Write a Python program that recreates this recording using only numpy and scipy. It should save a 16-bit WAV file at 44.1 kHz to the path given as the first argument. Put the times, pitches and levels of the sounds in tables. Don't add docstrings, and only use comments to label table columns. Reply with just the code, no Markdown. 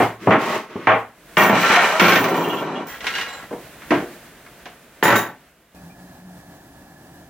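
import sys
import numpy as np
from scipy import signal
from scipy.fft import rfft, irfft
from scipy.io import wavfile
from scipy.ndimage import uniform_filter1d, minimum_filter1d

SR = 44100
rng = np.random.default_rng(int(sys.argv[2]) if len(sys.argv) > 2 else 0)


def unload_wav(signal):
    wavfile.write(
        sys.argv[1],
        SR,
        np.round(np.clip(np.atleast_2d(signal).T, -1, 1) * 32767).astype(np.int16),
    )


N = 321489
TIME = np.arange(N) / SR
RING = np.arange(int(.55 * SR)) / SR

# [frequency_hz, level_db]
SLATS = [(113, -7.5), (267, -8), (347, -9), (405, -0.5), (454, 2.5), (637, 8.5), (731, 5), (795, 8.5),
         (868, 4), (996, -1.5), (1092, 5), (1213, 7), (1262, -28.5), (1321, 2), (1457, -12), (1563, -17),
         (1759, -22), (1843, -16), (1986, -26), (2048, -57), (2109, -5), (2227, -15), (2358, -5),
         (2456, -19)]
FIRST_RAIL = [(113, -16), (177, 4), (211, -0.5), (355, 3), (413, 0), (634, 10), (750, 9.5), (868, 5),
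              (960, 4), (996, -2.5), (1094, 7), (1194, 4), (1353, 7), (1420, 0), (1491, -4.5), (1542, 3),
              (1607, -6.5), (1811, 3.5), (1863, 5), (2052, -10), (2115, -17), (2151, -3.5), (2245, 5),
              (2290, -27), (2377, 1.5), (2626, -17), (2761, 0.5)]
RAIL_EDGE = [(1086, 4.5), (1352, 3), (1430, 3), (1631, 13), (1829, 3), (1950, 6.5), (2145, 4), (2751, -19),
             (2846, -14), (3302, -21)]
RAIL_END = [(166, -17), (304, 1), (353, -1.5), (410, -3), (482, 0), (598, 4), (656, 7.5), (714, 8),
            (818, -9), (1199, -31), (1578, 0), (1729, -25), (1797, -9), (2150, -6)]
SECOND_RAIL = [(113, -3.5), (174, 4.5), (336, 0), (374, -13), (410, 8.5), (530, -25), (574, 7), (650, -18),
               (727, -19.5), (828, -7), (868, 15), (966, 12), (1068, 3), (1146, 6), (1334, 12.5), (1497, 9),
               (1542, 10), (1651, 5), (1775, 9.5), (1858, 3), (1966, 7), (2026, -45), (2176, 0),
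               (2484, -35)]
# [start_s, modes]
PIECES = [(0, SLATS), (1.2, FIRST_RAIL), (2.88, RAIL_EDGE), (3.45, RAIL_END), (4.9, SECOND_RAIL)]
# [frequency_hz, level_db]
FIRST_FITTINGS = [(3252, -39), (4059, -59), (5884, -42.5), (6848, -52), (7321, -46.5), (9480, -44),
                  (11768, -48), (12968, -45), (13937, -38), (14180, -54.5), (14298, -41), (14998, -53),
                  (15052, -65), (15332, -32)]
CATCH = [(3950, 1), (7420, -3.1)]
SECOND_FITTINGS = [(3768, -46.5), (4753, -64), (6089, -54), (7122, -44), (8473, -60), (11030, -52),
                   (11149, -63), (11752, -46), (14863, -49), (15149, -46), (15735, -60)]
# [frequency_hz, relative_level_db]
WOOD = [(29, -56.5), (50, -38), (75, -43.5), (103, -17.5), (177, -6), (446, 0.5), (523, 0.5), (767, 7),
        (1650, -4), (1850, -2.5), (5110, -24), (5850, -22.5), (8200, -38), (11000, -38), (14300, -63),
        (22000, -120)]
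# [frequency_hz, t60_s]
DECAY = [(100, 0.41), (300, 0.29), (800, 0.29), (2000, 0.3), (5000, 0.27), (12000, 0.22)]
# [frequency_hz, correlation]
LIKENESS = [(40, 0.96), (110, .999), (220, 0.997), (350, .98), (700, 0.94), (1400, 0.85), (2800, 0.7),
            (5000, 0.08), (15000, .02)]
# [start_s, length_s, level_db, slope_db_per_s, hardness_db (clack against body), bench_db (thump against body),
#  fibre_hiss_db]
STROKES = [(0.0, 0.027, -36, -20, 33, 0, -18), (0.189, 0.14, -47.5, 48, 15, 19.5, -3),
           (0.38, 0.18, -28.5, 22.5, 2.5, 0.5, -13.5), (0.676, 0.2, -46.5, 27, 8, 8, -20),
           (1.517, 0.25, -24.5, 38.5, 11, -2.5, -15), (1.802, 0.23, -20, -25, 5.5, -9, -13),
           (2.187, 0.64, -23, -18, -2.5, 4, -34), (2.863, 0.11, -41.5, -15, 15, -9, -12),
           (3.015, 0.2, -37, 19, 14, 0, -6.5), (3.255, .18, -36, -32, 7, -18, -27)]


def knocks(thump_db=-7, body_db=-2, clack_db=-2, crack_db=-3, direct=0.51, direct_s=0.02, snap=0.79, snap_s=0.014):
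    # [start_s, crack_against_clack_db]
    sharpness = [(0, -22), (1.2, -11), (1.95, -4.5), (2.88, 3), (3.45, -9.5), (4.55, 0), (4.9, -9)]
    out = np.zeros((2, N))
    direct_shape = 1 + direct * np.exp(-RING / direct_s)
    snap_shape = (1 + snap * np.exp(-RING / snap_s)) * (1 - np.exp(-RING / 0.00023))
    trims_db = [thump_db, body_db, clack_db, crack_db]
    for s, db, hard, bench in blows():
        ringing = wood(in_hand(PIECES, s), crowd_db=0.0, t60_scale=0.95, contact_s=0.00031)
        parts = registers(ringing * direct_shape, crowd() * snap_shape)
        gains = undb(register_levels(db, hard, bench, in_hand(sharpness, s)) + trims_db)
        add(out, s, sum(gain * attack_unit(part) for gain, part in zip(gains, parts)))
    return out


def blows():
    # [start_s, level_db, hardness_db, bench_db, first_gap_s, change_per_bounce_db]
    landings = [(0.001, -13.5, -8, 1, 0.025, -10), (0.307, -9, -1.5, -1, 0.023, -8.5),
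                (0.87, -7, -2, -6, 0.023, -5.5), (1.369, -7, 3.5, 1, 0.027, -3.5),
                (1.495, -14.5, -4, 3, 0.031, -5), (1.761, -14, 5, -10, .03, -4.5),
                (1.996, -11, 4.5, 4, .044, -0.97), (3.906, -21.5, 3, 14, 0.034, -6),
                (5.026, -15.5, 0.5, 2, 0.027, 0), (5.154, -20.5, 2.5, 1.5, 0.038, -6)]
    # [start_s, level_db, hardness_db]
    touches = [(0.271, -14.5, -14), (0.756, -46, -25.5), (1.529, -23, -13), (1.7, -18.5, -3.5),
               (1.737, -23, 15), (1.998, -15.5, 22), (2.014, -18, -15), (2.241, -28, 11.5),
               (2.283, -29.5, 0), (2.341, -30, -2), (2.377, -27.5, -10), (2.765, -38.5, -15),
               (3.006, -41, 6), (3.042, -36.5, -2), (3.067, -30, 11), (3.152, -33, 8.5), (3.182, -32, 4),
               (3.212, -37.5, 16), (3.508, -41.5, -16), (3.526, -37.5, -13.5), (3.819, -48, 17),
               (3.914, -18, -10.5), (4.19, -61, 4), (4.463, -50.5, 10), (4.656, -39, -2.5)]
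    tap_bench_db, soft_thump = -4.5, 0.69
    softening = 0.25
    contacts = [(s, db, hard, tap_bench_db - soft_thump * hard) for s, db, hard in touches]
    for s, db, hard, bench, gap_s, change_db in landings:
        for at, lost in bounces(s, gap_s, change_db):
            contacts.append((at, db + lost, hard + softening * lost, bench))
    return contacts


def bounces(s, gap_s, change_db, count=5):
    k = np.arange(count)
    gaps = gap_s * 0.94 ** k
    return zip(s + np.cumsum(gaps) - gaps, change_db * k)


def register_levels(db, hardness_db, bench_db, edge_db):
    body, clack = db - hardness_db / 2, db + hardness_db / 2
    return np.array([body + bench_db, body, clack, clack + edge_db])


def registers(ringing, surface):
    thump = band(ringing, 95, 374)
    body = band(ringing, 470, 1115, order=4)
    clack = band(ringing, 1310, 3270, order=3)
    crack = band(surface, 2530, 15400, order=4)
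    return thump, body, clack, crack


def wood(modes, crowd_db, t60_scale, contact_s):
    t60 = t60_scale * lookup(DECAY, np.transpose(modes)[0])
    answer = ring(modes, t60, scatter_db=5.0, detune=0.0072) + undb(crowd_db) * crowd()
    return answer * (1 - np.exp(-(RING / contact_s) ** 2))


def ring(modes, t60, scatter_db, detune):
    hz, db = np.transpose(modes)
    size, shift, phase, skew = rng.standard_normal((len(hz), 4)).T
    apart = np.arccos(np.clip(lookup(LIKENESS, hz), 0, 1)) * skew / 2
    ear_phase = np.pi * phase + np.outer([1, -1], apart)
    weight = undb(db + scatter_db * size) * np.exp(1j * ear_phase)
    pole = 2j * np.pi * hz * (1 + detune * shift) - np.log(1000) / t60
    coarse = np.exp(np.outer(pole, RING[::128]))
    fine = np.exp(np.outer(pole, RING[:128]))
    tone = ((weight[:, None] * coarse.T) @ fine).imag.reshape(2, -1)
    return attack_unit(tone[:, :len(RING)])


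def crowd():
    spectrum = rfft(noise(len(RING), WOOD))
    hz = np.fft.rfftfreq(len(RING), 1 / SR)
    octave = np.round(np.log2(np.clip(hz, 100, 12800) / 100))
    total = 0
    for k in range(8):
        decay = undb(-60 * RING / lookup(DECAY, 100 * 2 ** k))
        total = total + irfft(spectrum * (octave == k), len(RING)) * decay
    return attack_unit(total)


def slides(rumble_db=-3, body_db=1.0, scrape_db=-4.0, rasp_db=-3, edge_db=-7):
    rubbed = np.zeros((2, N))
    ends = [start for start, _ in PIECES[1:]]
    for (start, modes), end in zip(PIECES[:3], ends):
        for contact in range(2):
            jolts = slips(per_second=220, spread_db=3.0) * (TIME >= start) * (TIME < end)
            answer = wood(modes, crowd_db=0, t60_scale=.35, contact_s=0.0034)
            rubbed += signal.oaconvolve(jolts[None], unit(answer), axes=1)[:, :N]
    rasp = (noise(N, WOOD) + rail_rasp()) * undb(0.68 * drift(size=160))
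    pressures = 0
    for s, length_s, db, slope, hard, bench, _ in STROKES:
        gains = undb(register_levels(db, hard, bench, edge_db))
        pressures = pressures + np.outer(gains, push(s, length_s, slope))
    out = 0
    trims_db = [rumble_db, body_db, scrape_db, rasp_db]
    for part, pressure, db in zip(registers(rubbed, rasp), pressures, trims_db):
        power = np.abs(uniform_filter1d(np.mean(part ** 2, axis=0), size=4500))
        even = part / np.sqrt(power + 1e-6)
        out = out + even * pressure * undb(db)
    return out


def slips(per_second, spread_db):
    sizes = undb(spread_db * np.minimum(rng.exponential(size=N), 4)) * rng.choice([-1, 1], N)
    return sizes * (rng.random(N) < per_second / SR)


def push(s, length_s, db_per_s):
    attack_s, release_s = 0.038, 0.044
    held = np.clip(TIME - s, 0, length_s)
    after = np.clip(TIME - s - length_s, 0, 1)
    return np.minimum(held / attack_s, 1) * undb(db_per_s * held) * np.exp(-after / release_s)


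def rail_rasp(width=.012):
    # [frequency_hz, level_db]
    resonances = [(2950, -19.5), (3950, -25), (5900, -28.5), (7350, -32.5)]
    hiss = noise(N, [(2000, 0), (9000, 0)])
    sung = sum(undb(db) * unit(band(hiss, hz * (1 - width), hz * (1 + width), order=1)) for hz, db in resonances)
    return sung * (TIME >= PIECES[1][0]) * (TIME < PIECES[2][0])


def groan(db=-3, jitter=0.0269, flutter_db=2, fall_db=-7):
    # [time_s, rate_hz, level_db]
    slip_path = [(1.769, 735, -5.5), (1.821, 691, -26), (1.87, 623, -39), (1.91, 599.5, -39),
                 (1.95, 634, -15), (1.975, 639, -21)]
    s, hz, level_db = np.transpose(slip_path)
    rate = np.interp(TIME, s, hz) * (1 + jitter * drift(size=90))
    phase = 2 * np.pi * np.cumsum(rate) / SR
    tone = sum(undb(fall_db * k) * np.sin((k + 1) * phase) for k in range(4))
    return unit(tone * undb(flutter_db * drift(size=250))) * gain_curve(s, level_db) * undb(db)


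def squeaks(db=-10, swell_s=0.013):
    # [start_s, relative_level_db, pitch_hz, split]
    catches = [(2.435, -23, 2950, .06), (2.492, -21, 3070, .07), (2.5277, -26, 2850, .05),
               (2.566, -25.5, 3040, 0.075), (2.751, -28.5, 3080, 0.073), (5.7523, -52, 2490, .01),
               (5.895, -46, 2420, .01)]
    out = np.zeros((2, N))
    for s, level_db, hz, split in catches:
        rub = noise(len(RING), [(2000, -6), (4000, -12)])
        centres = hz * (1 - split), hz * (1 + split)
        chirp = sum(band(rub, 0.98 * centre, 1.02 * centre, order=2) for centre in centres)
        swell = RING * np.exp(-RING / swell_s)
        add(out, s, undb(level_db + db) * attack_unit(chirp * swell))
    return out


def rustle(db=0.5, grain=0.19):
    hiss = noise(N, [(1500, 0.0), (4000, 5.5), (7000, 2.5), (10000, -3), (15000, -2.5)])
    grains = 1 + grain * unit(uniform_filter1d(rng.standard_normal(N), size=120))
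    pressure = sum(undb(level_db + hiss_db) * push(s, length_s, slope)
                   for s, length_s, level_db, slope, _, _, hiss_db in STROKES)
    return undb(db) * unit(hiss * grains) * pressure


def jingles(db=-10.5, t60=0.22, tick_db=-11.5, tick_t60=0.17, chatter_s=0.026):
    # [start_s, relative_level_db, first_gap_s, change_per_bounce_db]
    shaken = [(1.375, -16.5, .03, -3.5), (1.6007, -29, .03, -20), (1.9975, -17.5, 0.068, -6),
              (2.091, -21, 0.039, -3), (2.2827, -31.5, 0.057, -4), (2.364, -32.5, 0.059, -1.5),
              (2.869, -35, .026, -4.5), (3.282, -37, .04, -11), (3.3282, -37, .03, -8),
              (5.0336, -18, .038, -5.5), (5.1555, -20, .03, -8.5)]
    # [start_s, modes]
    fittings = [(0, FIRST_FITTINGS), (3.25, CATCH), (4.9, SECOND_FITTINGS)]
    out = np.zeros((2, N))
    shakes = [(at, first_db + lost) for s, first_db, gap_s, change_db in shaken
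              for at, lost in bounces(s, gap_s, change_db)]
    for s, level_db in shakes:
        modes = in_hand(fittings, s)
        hiss = noise(len(RING), [(2000, -32), (5000, -2.0), (9000, -5.5), (12000, -9.5), (15500, -8.5)])
        tick = attack_unit(hiss * undb(-60 * RING / tick_t60))
        add(out, s, undb(level_db + tick_db) * tick * (1 - np.exp(-RING / 0.0013)))
        for part, (lag, size) in enumerate(rng.random((4, 2))):
            tone = ring(modes, t60, scatter_db=4, detune=.007 + .005 * part)
            delay_s = chatter_s * lag * min(part, 1)
            add(out, s + delay_s, undb(level_db + db - 1.3 * size) * tone)
    return out


def pings(db=-1):
    # [start_s, relative_level_db]
    strikes = [(3.139, -29), (3.209, -30)]
    # [frequency_hz, level_db]
    bracket = [(2145, -15), (2846, -0.5), (3950, -9), (4770, -15)]
    out = np.zeros((2, N))
    for s, level_db in strikes:
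        add(out, s, undb(level_db + db) * ring(bracket, t60=.34, scatter_db=1, detune=0.00085))
    return out


def room_noise(flutter_db=-1.1, whirr_db=-59):
    # [frequency_hz, relative_level_db]
    early_air = [(15, -44), (25, -8), (64, 3), (97, -4), (153, 4), (301, 2), (416, -0.5), (695, 1),
                 (775, -5), (1100, -5), (1610, -2), (5000, -15), (16000, -16)]
    late_air = [(15, -43), (25, -18), (64, -7), (97, -7.5), (170, -2.5), (212, -6.5), (293, -3), (451, -16),
                (714, -7.5), (1190, -20), (1790, -17.5), (2050, -24.5), (2840, -26), (4610, -28),
                (16000, -30)]
    # [time_s, level_db]
    early_level = [(0, -26.5), (.18, -51), (.7, -54), (1.0, -46), (1.12, -53), (1.3, -44.5), (2.8, -58),
                   (2.95, -43), (3.5, -43), (3.85, -43.5), (4.03, -38), (4.4, -46), (5.0, -48),
                   (5.4, -53.5), (5.7, -55.5)]
    step_s, late_db = 5.746, -45.5
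    early = noise(N, early_air) * undb(np.interp(TIME, *np.transpose(early_level)))
    whirr = unit(band(noise(N, WOOD), 1655.4, 1751.52, order=2))
    late = noise(N, late_air) * undb(late_db) + undb(whirr_db) * whirr
    late = np.array([np.roll(late[0], 4), late[1]])
    return np.where(TIME < step_s, early, late) * undb(flutter_db * drift(size=2500))


def hum(hz=178, waver=0.0431, db=-2):
    # [start_s, length_s, relative_level_db]
    swell_table = [(5.73, 0.25, -41), (5.942, 0.21, -45), (6.187, 0.22, -39), (6.443, 0.1, -45),
                   (6.66, 0.38, -54)]
    phase = 2 * np.pi * np.cumsum(hz * (1 + waver * drift(size=900))) / SR
    swells = sum(undb(level_db) * np.sin(np.pi * np.clip((TIME - s) / length_s, 0, 1))
                 for s, length_s, level_db in swell_table)
    return unit(np.sin(phase)) * swells * undb(db)


def lean(x):
    # [frequency_hz, left_minus_right_db]
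    balance = [(300, 0), (1000, .5), (2400, -.3), (4400, -3.8), (8000, -3.4), (15000, -2.5)]
    db = lookup(balance, np.fft.rfftfreq(N, 1 / SR))
    return irfft(rfft(x) * undb(np.outer([1, -1], db / 2)), N)


def noise(size, colour):
    hz = np.fft.rfftfreq(size, 1 / SR)
    mid, side = rfft(rng.standard_normal((2, size)))
    alike = np.clip(lookup(LIKENESS, hz), 0, .999)
    pair = mid * np.sqrt(1 + alike) + np.outer([1, -1], side * np.sqrt(1 - alike))
    return unit(irfft(pair * undb(lookup(colour, hz)), size))


def drift(size):
    return unit(uniform_filter1d(uniform_filter1d(rng.standard_normal(N), size), size))


def gain_curve(s, db, release_s=0.046):
    fade = np.exp(-np.clip((TIME - s[-1]) / release_s, 0, 50))
    return uniform_filter1d(undb(np.interp(TIME, s, db)) * (TIME >= s[0]) * fade, size=400)


def band(x, lo_hz, hi_hz, order=3):
    sos = signal.butter(order, [lo_hz, min(hi_hz, .47 * SR)], "band", fs=SR, output="sos")
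    return signal.sosfilt(sos, x)


def undb(db):
    return 10 ** (np.asarray(db) / 20)


def unit(x):
    return x / np.sqrt(np.mean(x ** 2) + 1e-20)


def attack_unit(x, size=1300):
    return x / np.sqrt(np.mean(x[:, :size] ** 2))


def lookup(table, hz):
    f, v = np.transpose(table)
    return np.interp(np.log(np.maximum(hz, 1)), np.log(f), v)


def in_hand(table, s):
    return [entry for start, entry in table if start <= max(s, 0)][-1]


def add(out, s, sound):
    i = max(int(s * SR), 0)
    out[:, i:i + sound.shape[1]] += sound[:, :N - i]


def scene():
    handling = knocks() + slides() + groan() + squeaks() + rustle() + jingles() + pings()
    return lean(handling + room_noise() + hum())


def record(dry, ceiling_db=-10.0):
    loudness = np.sqrt(np.abs(uniform_filter1d(np.mean(dry ** 2, axis=0), size=500)))
    limited = dry / (1 + (loudness / undb(ceiling_db)) ** 4) ** (1 / 4)
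    headroom = np.minimum(1, .85 / (np.abs(limited).max(axis=0) + 1e-9))
    limited = limited * uniform_filter1d(minimum_filter1d(headroom, size=120), size=120)
    top_cut = signal.ellip(10, .2, 70, 16100, fs=SR, output="sos")
    return signal.sosfilt(top_cut, limited)


dry = scene()
out = record(dry)
unload_wav(out)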